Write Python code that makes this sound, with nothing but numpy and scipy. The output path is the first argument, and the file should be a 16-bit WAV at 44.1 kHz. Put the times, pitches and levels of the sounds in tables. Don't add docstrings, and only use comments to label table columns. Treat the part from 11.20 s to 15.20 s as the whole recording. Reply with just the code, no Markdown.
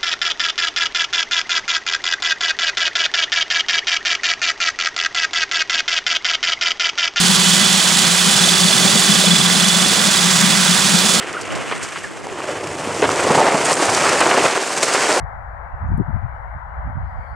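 import sys
import numpy as np
from scipy import signal
from scipy.fft import rfft, irfft
from scipy.io import wavfile

SR = 44100
rng = np.random.default_rng(int(sys.argv[2]) if len(sys.argv) > 2 else 0)


def store_wav(level_fs):
    pcm = np.round(np.clip(np.atleast_2d(level_fs), -1, 1) * 32767)
    wavfile.write(sys.argv[1], SR, pcm.T.astype(np.int16))


N = 176400


# time_s, rumble_db, roar_db, clatter_db, grit_db
BAND_LEVELS = [(0, -49, -33, -27, -37.5), (.22, -45, -35, -33, -39.5), (.37, -43, -30, -28, -36.5),
               (.7, -51, -41.5, -31, -37), (.82, -48, -38.5, -34, -37), (.9, -53, -39, -37, -41),
               (1.08, -47.5, -34, -37.5, -42.5), (1.29, -41, -28, -29.5, -35),
               (1.42, -42, -29.5, -34, -37.5), (1.78, -34, -28.5, -29, -30),
               (2.03, -35.5, -20.5, -22.5, -26), (2.2, -42, -15, -21, -26.5), (2.42, -38, -21, -22, -27.5),
               (2.51, -37, -16.5, -19, -21.5), (2.55, -43, -23, -26, -31), (2.62, -48, -17, -20.5, -22.5),
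               (2.741, -36, -21, -22.5, -24), (2.84, -33.5, -18.5, -17.5, -21.5),
               (3.14, -42, -18, -20, -26), (3.25, -31, -17, -16.5, -22), (3.29, -54, -23, -20, -26),
               (3.47, -52, -27, -25.5, -28), (3.6, -46, -23, -25, -25), (3.82, -42.5, -21, -17.5, -22.5),
               (4, -46, -18, -23.5, -23.5)]
# impacts_per_s, size_spread_db, clumping_db, trim_db
IMPACT_SHOWERS = [(726, 4.5, 1.5, 0), (1282, 2, 0.97, -0.8), (2030, 0.5, 1.3, -2), (3180, -1, 1.57, -1)]
def rubble():
    times, *levels = np.transpose(BAND_LEVELS)
    clump_s = 0.03
    clumps = noise(N, lambda f: np.exp(-(f * clump_s) ** 2) * np.minimum(f / 20, 1))
    out = np.zeros(N)
    for band, (per_s, spread_db, clump_db, trim_db) in enumerate(IMPACT_SHOWERS):
        shower = masonry(impacts(N, per_s, spread_db) * amp(clump_db * clumps), band)
        out += shower * amp(np.interp(seconds(N), times, levels[band]) + trim_db)
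    return out


# frequency_hz, level_db
MASONRY_SPECTRUM = [(15, -60), (25, -26), (53, -17.5), (164, -7.5), (215, -10), (389, -1), (722, -1.5),
                    (2060, -8), (3830, -15.5), (4380, -12.5), (8130, -12.5), (9550, -18.5), (15500, -52)]
BAND_EDGES = [35, 210, 1100, 3600, 15500]
def masonry(force, band):
    low_hz, high_hz = BAND_EDGES[band], BAND_EDGES[band + 1]
    def response(f):
        skirts = np.hypot(1, (low_hz / f) ** 5) * np.hypot(1, (f / high_hz) ** 5)
        return gain_at(MASONRY_SPECTRUM, f) / skirts
    return unit(minimum_phase(force, response))


# frequency_hz, gain_db
FOOT_COLOUR = [(90, 3.5), (180, -2), (300, 4.5), (850, -0.5), (3000, 2.5), (4200, -2.5), (6500, -1)]
def crumbling_foot(debris):
    end_s, fade_s = 2.38, 0.5
    share = np.clip((end_s - seconds(N)) / fade_s, 0, 1)
    hollow = shaped(debris, lambda f: gain_at(FOOT_COLOUR, f))
    return debris + share * (hollow - debris)


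# start_s, length_s, body_db, edge_db
WALL_LANDINGS = [(.512, 0.017, -24.5, -23), (.758, 0.016, -50, -25.5), (1.67, 0.038, -25.5, -48),
                 (1.821, 0.036, -16.5, -19.5), (2.099, 0.015, -12, -32), (2.148, 0.007, -12, -21),
                 (2.173, 0.048, -13.5, -26), (2.258, 0.03, -18, -22.5), (2.344, 0.014, -15, -27),
                 (2.505, 0.015, -17.5, -22), (2.682, .019, -25, -21), (2.855, .012, -22, -17.5),
                 (3.005, 0.022, -24, -15.5), (3.057, 0.0099, -13.5, -21), (3.111, 0.0054, -13.5, -13),
                 (3.174, 0.02, -15, -30), (3.255, 0.0096, -22, -18.5), (3.355, 0.024, -20, -25),
                 (3.628, 0.008, -23, -19), (3.745, 0.013, -22, -20.5)]
def wall_crash(length_s, body_db, edge_db):
    t = seconds(2 ** 13)
    rise_s, fall_s = 0.00051, 0.0041
    envelope = np.minimum(t / rise_s, 1) * np.exp(-np.maximum(t - length_s, 0) / fall_s)
    shocks = impacts(len(t), per_s=1300, spread_db=0)
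    body = unit(masonry(shocks, band=1) * envelope)
    edge = unit(masonry(shocks, band=2) * envelope)
    return (amp(body_db) * body + amp(edge_db) * edge) * rms(envelope)


# start_s, level_db, pitch_hz
LUMP_LANDINGS = [(.192, -22, 1000), (1.0695, -14.5, 780), (1.204, -15, 1160), (1.673, -16, 276),
                 (1.797, -12, 380), (1.892, -3, 1160), (2.071, -10, 446), (2.106, -10, 203),
                 (2.176, -15, 167), (2.344, -14, 182), (2.686, -21.5, 114), (2.864, -26, 1430),
                 (2.945, -12, 1110), (3.013, -2, 816), (3.747, -8.5, 600)]
def lump_thud(level_db, pitch_hz):
    rise_cycles, contact_db = 0.55, -7
    cycles = pitch_hz * seconds(2 ** 12)
    push = np.sin(2 * np.pi * cycles) * cycles / rise_cycles * np.exp(1 - cycles / rise_cycles)
    tick = masonry(signal.unit_impulse(len(cycles)), band=3)
    return amp(level_db) * (push + amp(contact_db) * tick / abs(tick).max())


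# start_s, level_db, decay_s
FRACTURES = [(.129, -26, .003), (.213, -26.5, 0.0077), (.352, -30.5, .012), (.629, -25.5, 0.019),
             (.688, -28, .002), (1.472, -30, 0.0035), (2.149, -21.5, 0.029), (2.457, -13, 0.0025),
             (2.529, -14, 0.0066), (2.748, -12, 0.0043), (3.005, -14.5, 0.0052), (3.629, -13.5, 0.016),
             (3.737, -16, 0.0075)]
def brick_crack(level_db, decay_s):
    envelope = np.exp(-seconds(2 ** 12) / decay_s)
    spit = rng.standard_normal(len(envelope)) * envelope
    spit[0] = 5
    return amp(level_db) * masonry(spit, band=3) * rms(envelope)


BRICK_Q = 18
# start_s, level_db, pitch_hz
SQUEAKS = [(.146, -24, 1300), (.166, -21, 1480), (.839, -23.5, 1850), (1.289, -19.5, 570),
           (1.825, -10, 464), (2.202, -14.5, 636)]
def brick_squeak(level_db, pitch_hz):
    t = seconds(2 ** 12)
    rise_s, fall_s, sag_per_s = 0.0018, 0.014, 6.2
    waver = noise(len(t), lambda f: np.exp(-(f * BRICK_Q / pitch_hz) ** 2))
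    glide_hz = pitch_hz * np.exp(-sag_per_s * t) * (1 + .5 * waver / BRICK_Q)
    tone = np.sqrt(2) * np.sin(2 * np.pi * np.cumsum(glide_hz) / SR)
    envelope = np.minimum(t / rise_s, 1) * np.exp(-np.maximum(t - rise_s, 0) / fall_s)
    return amp(level_db) * tone * envelope


# impacts_per_s, size_spread_db, trim_db, low_hz, high_hz
LOOSE_PIECES = [(112.2, 2.5, -7, 474, 3030), (101, 4, -11, 4370, 9100)]
def tumbling(per_s, spread_db, trim_db, low_hz, high_hz, band):
    t = seconds(N)
    times, *levels = np.transpose(BAND_LEVELS)
    hits = impacts(N, per_s, spread_db)
    smallness, ringing = rng.random((2, N))
    clacks = np.zeros(N)
    for i in np.flatnonzero(hits):
        pitch_hz = low_hz * (high_hz / low_hz) ** smallness[i]
        cycles = pitch_hz * t[:2 ** 11]
        ring = np.sin(2 * np.pi * cycles) * np.exp(-np.pi * cycles / BRICK_Q ** ringing[i])
        add(clacks, t[i], hits[i] * unit(ring))
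    clacks = minimum_phase(clacks, lambda f: low_cut(f, low_hz / 2) / np.hypot(1, (f / high_hz) ** 10))
    return unit(clacks) * amp(np.interp(t, times, levels[band]) + trim_db)


def chip_spray():
    peak_s, span_s, level_db = 2.53, 0.16, -27
    centre_hz, width_hz = 8100, 1850
    chips = impacts(N, per_s=1300, spread_db=6.9)
    spray = shaped(chips, lambda f: np.exp(-((f - centre_hz) / width_hz) ** 2))
    swell = np.exp(-((seconds(N) - peak_s) / span_s) ** 2)
    return amp(level_db) * unit(spray) * swell


def site_echo(direct):
    t = seconds(SR)
    level_db, build_s, t60_s, top_hz = -17, 0.024, 0.49, 3780
    envelope = amp(-60 * t / t60_s) * np.minimum(t / build_s, 1)
    reflections = impacts(SR, per_s=2000, spread_db=0.91) * envelope
    tail = shaped(reflections, lambda f: 1 / np.hypot(1, f / top_hz))
    return amp(level_db) * signal.fftconvolve(direct, tail / np.linalg.norm(tail))[:N]


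# frequency_hz, gain_db
SIDE_SPECTRUM = [(110, -19), (330, -18.5), (1600, -31), (2700, -14.5), (5600, -15), (9500, -10)]
def diffuse_field(mid):
    t = seconds(2 ** 13)
    decay_s = 0.025
    scatter = rng.standard_normal(len(t)) * np.exp(-t / decay_s)
    all_pass = irfft(np.exp(1j * np.angle(rfft(scatter))))
    return shaped(signal.fftconvolve(mid, all_pass)[:N], lambda f: gain_at(SIDE_SPECTRUM, f))


# time_s, level_db
GUST_LEVELS = [(0, -42), (.32, -31.5), (.57, -33.5), (.84, -41.5), (.98, -34), (1.3, -50)]
def wind():
    low_hz, top_hz, flutter_hz, flutter_db = 100, 202, 14, 2
    gust_db = np.interp(seconds(N), *np.transpose(GUST_LEVELS))
    flutter = noise(N, lambda f: np.exp(-(f / flutter_hz) ** 2))
    buffet = noise(N, lambda f: low_cut(f, low_hz) / np.hypot(1, (f / top_hz) ** 1.6))
    return buffet * amp(gust_db + flutter_db * flutter)


def impacts(size, per_s, spread_db):
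    chance, strength, sign = rng.random((3, size))
    level_db = spread_db * np.minimum(-np.log(1 - strength), 3.6)
    return np.where(chance < per_s / SR, np.sign(sign - .5) * amp(level_db), 0)


def noise(size, gain):
    return unit(shaped(rng.standard_normal(size), gain))


def shaped(x, gain):
    return irfft(rfft(x) * gain(np.fft.rfftfreq(len(x), 1 / SR) + 1e-3), len(x))


def minimum_phase(x, gain):
    hz = abs(np.fft.fftfreq(len(x), 1 / SR)) + 1e-3
    log_gain = np.log(np.maximum(gain(hz), 1e-5))
    response = np.exp(signal.hilbert(log_gain).conj())
    return irfft(rfft(x) * response[:len(x) // 2 + 1], len(x))


def low_cut(hz, corner_hz):
    return 1 / np.hypot(1, (corner_hz / hz) ** 2)


def gain_at(spectrum, hz):
    points_hz, db = np.transpose(spectrum)
    return amp(np.interp(np.log(hz + 1), np.log(points_hz + 1), db))


def amp(db):
    return 10 ** (np.asarray(db) / 20)


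def rms(x):
    return np.sqrt(np.mean(x ** 2) + 1e-20)


def unit(x):
    return x / rms(x)


def seconds(size):
    return np.arange(size) / SR


def add(mix, start_s, sound):
    part = mix[round(start_s * SR):][:len(sound)]
    part += sound[:len(part)]


def scene():
    direct = crumbling_foot(rubble()) + chip_spray()
    for band, row in enumerate(LOOSE_PIECES, 2):
        direct += tumbling(*row, band)
    for table, source in ((WALL_LANDINGS, wall_crash), (LUMP_LANDINGS, lump_thud),
                          (FRACTURES, brick_crack), (SQUEAKS, brick_squeak)):
        for start_s, *row in table:
            add(direct, start_s, source(*row))
    mid = direct + site_echo(direct)
    side = diffuse_field(mid) + wind()
    pan_db = 0.29
    return np.array([(mid + side) * amp(-pan_db), (mid - side) * amp(pan_db)])


def record(dry):
    thin = np.array([shaped(channel, lambda f: low_cut(f, corner_hz=69)) for channel in dry])
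    rounded = thin / (1 + thin ** 6) ** (1 / 6)
    top_hz = 15700
    low_pass = signal.firwin(511, top_hz, window=("kaiser", 9), fs=SR)
    return signal.oaconvolve(rounded, low_pass[None], "same")


dry = scene()
out = record(dry)
store_wav(out)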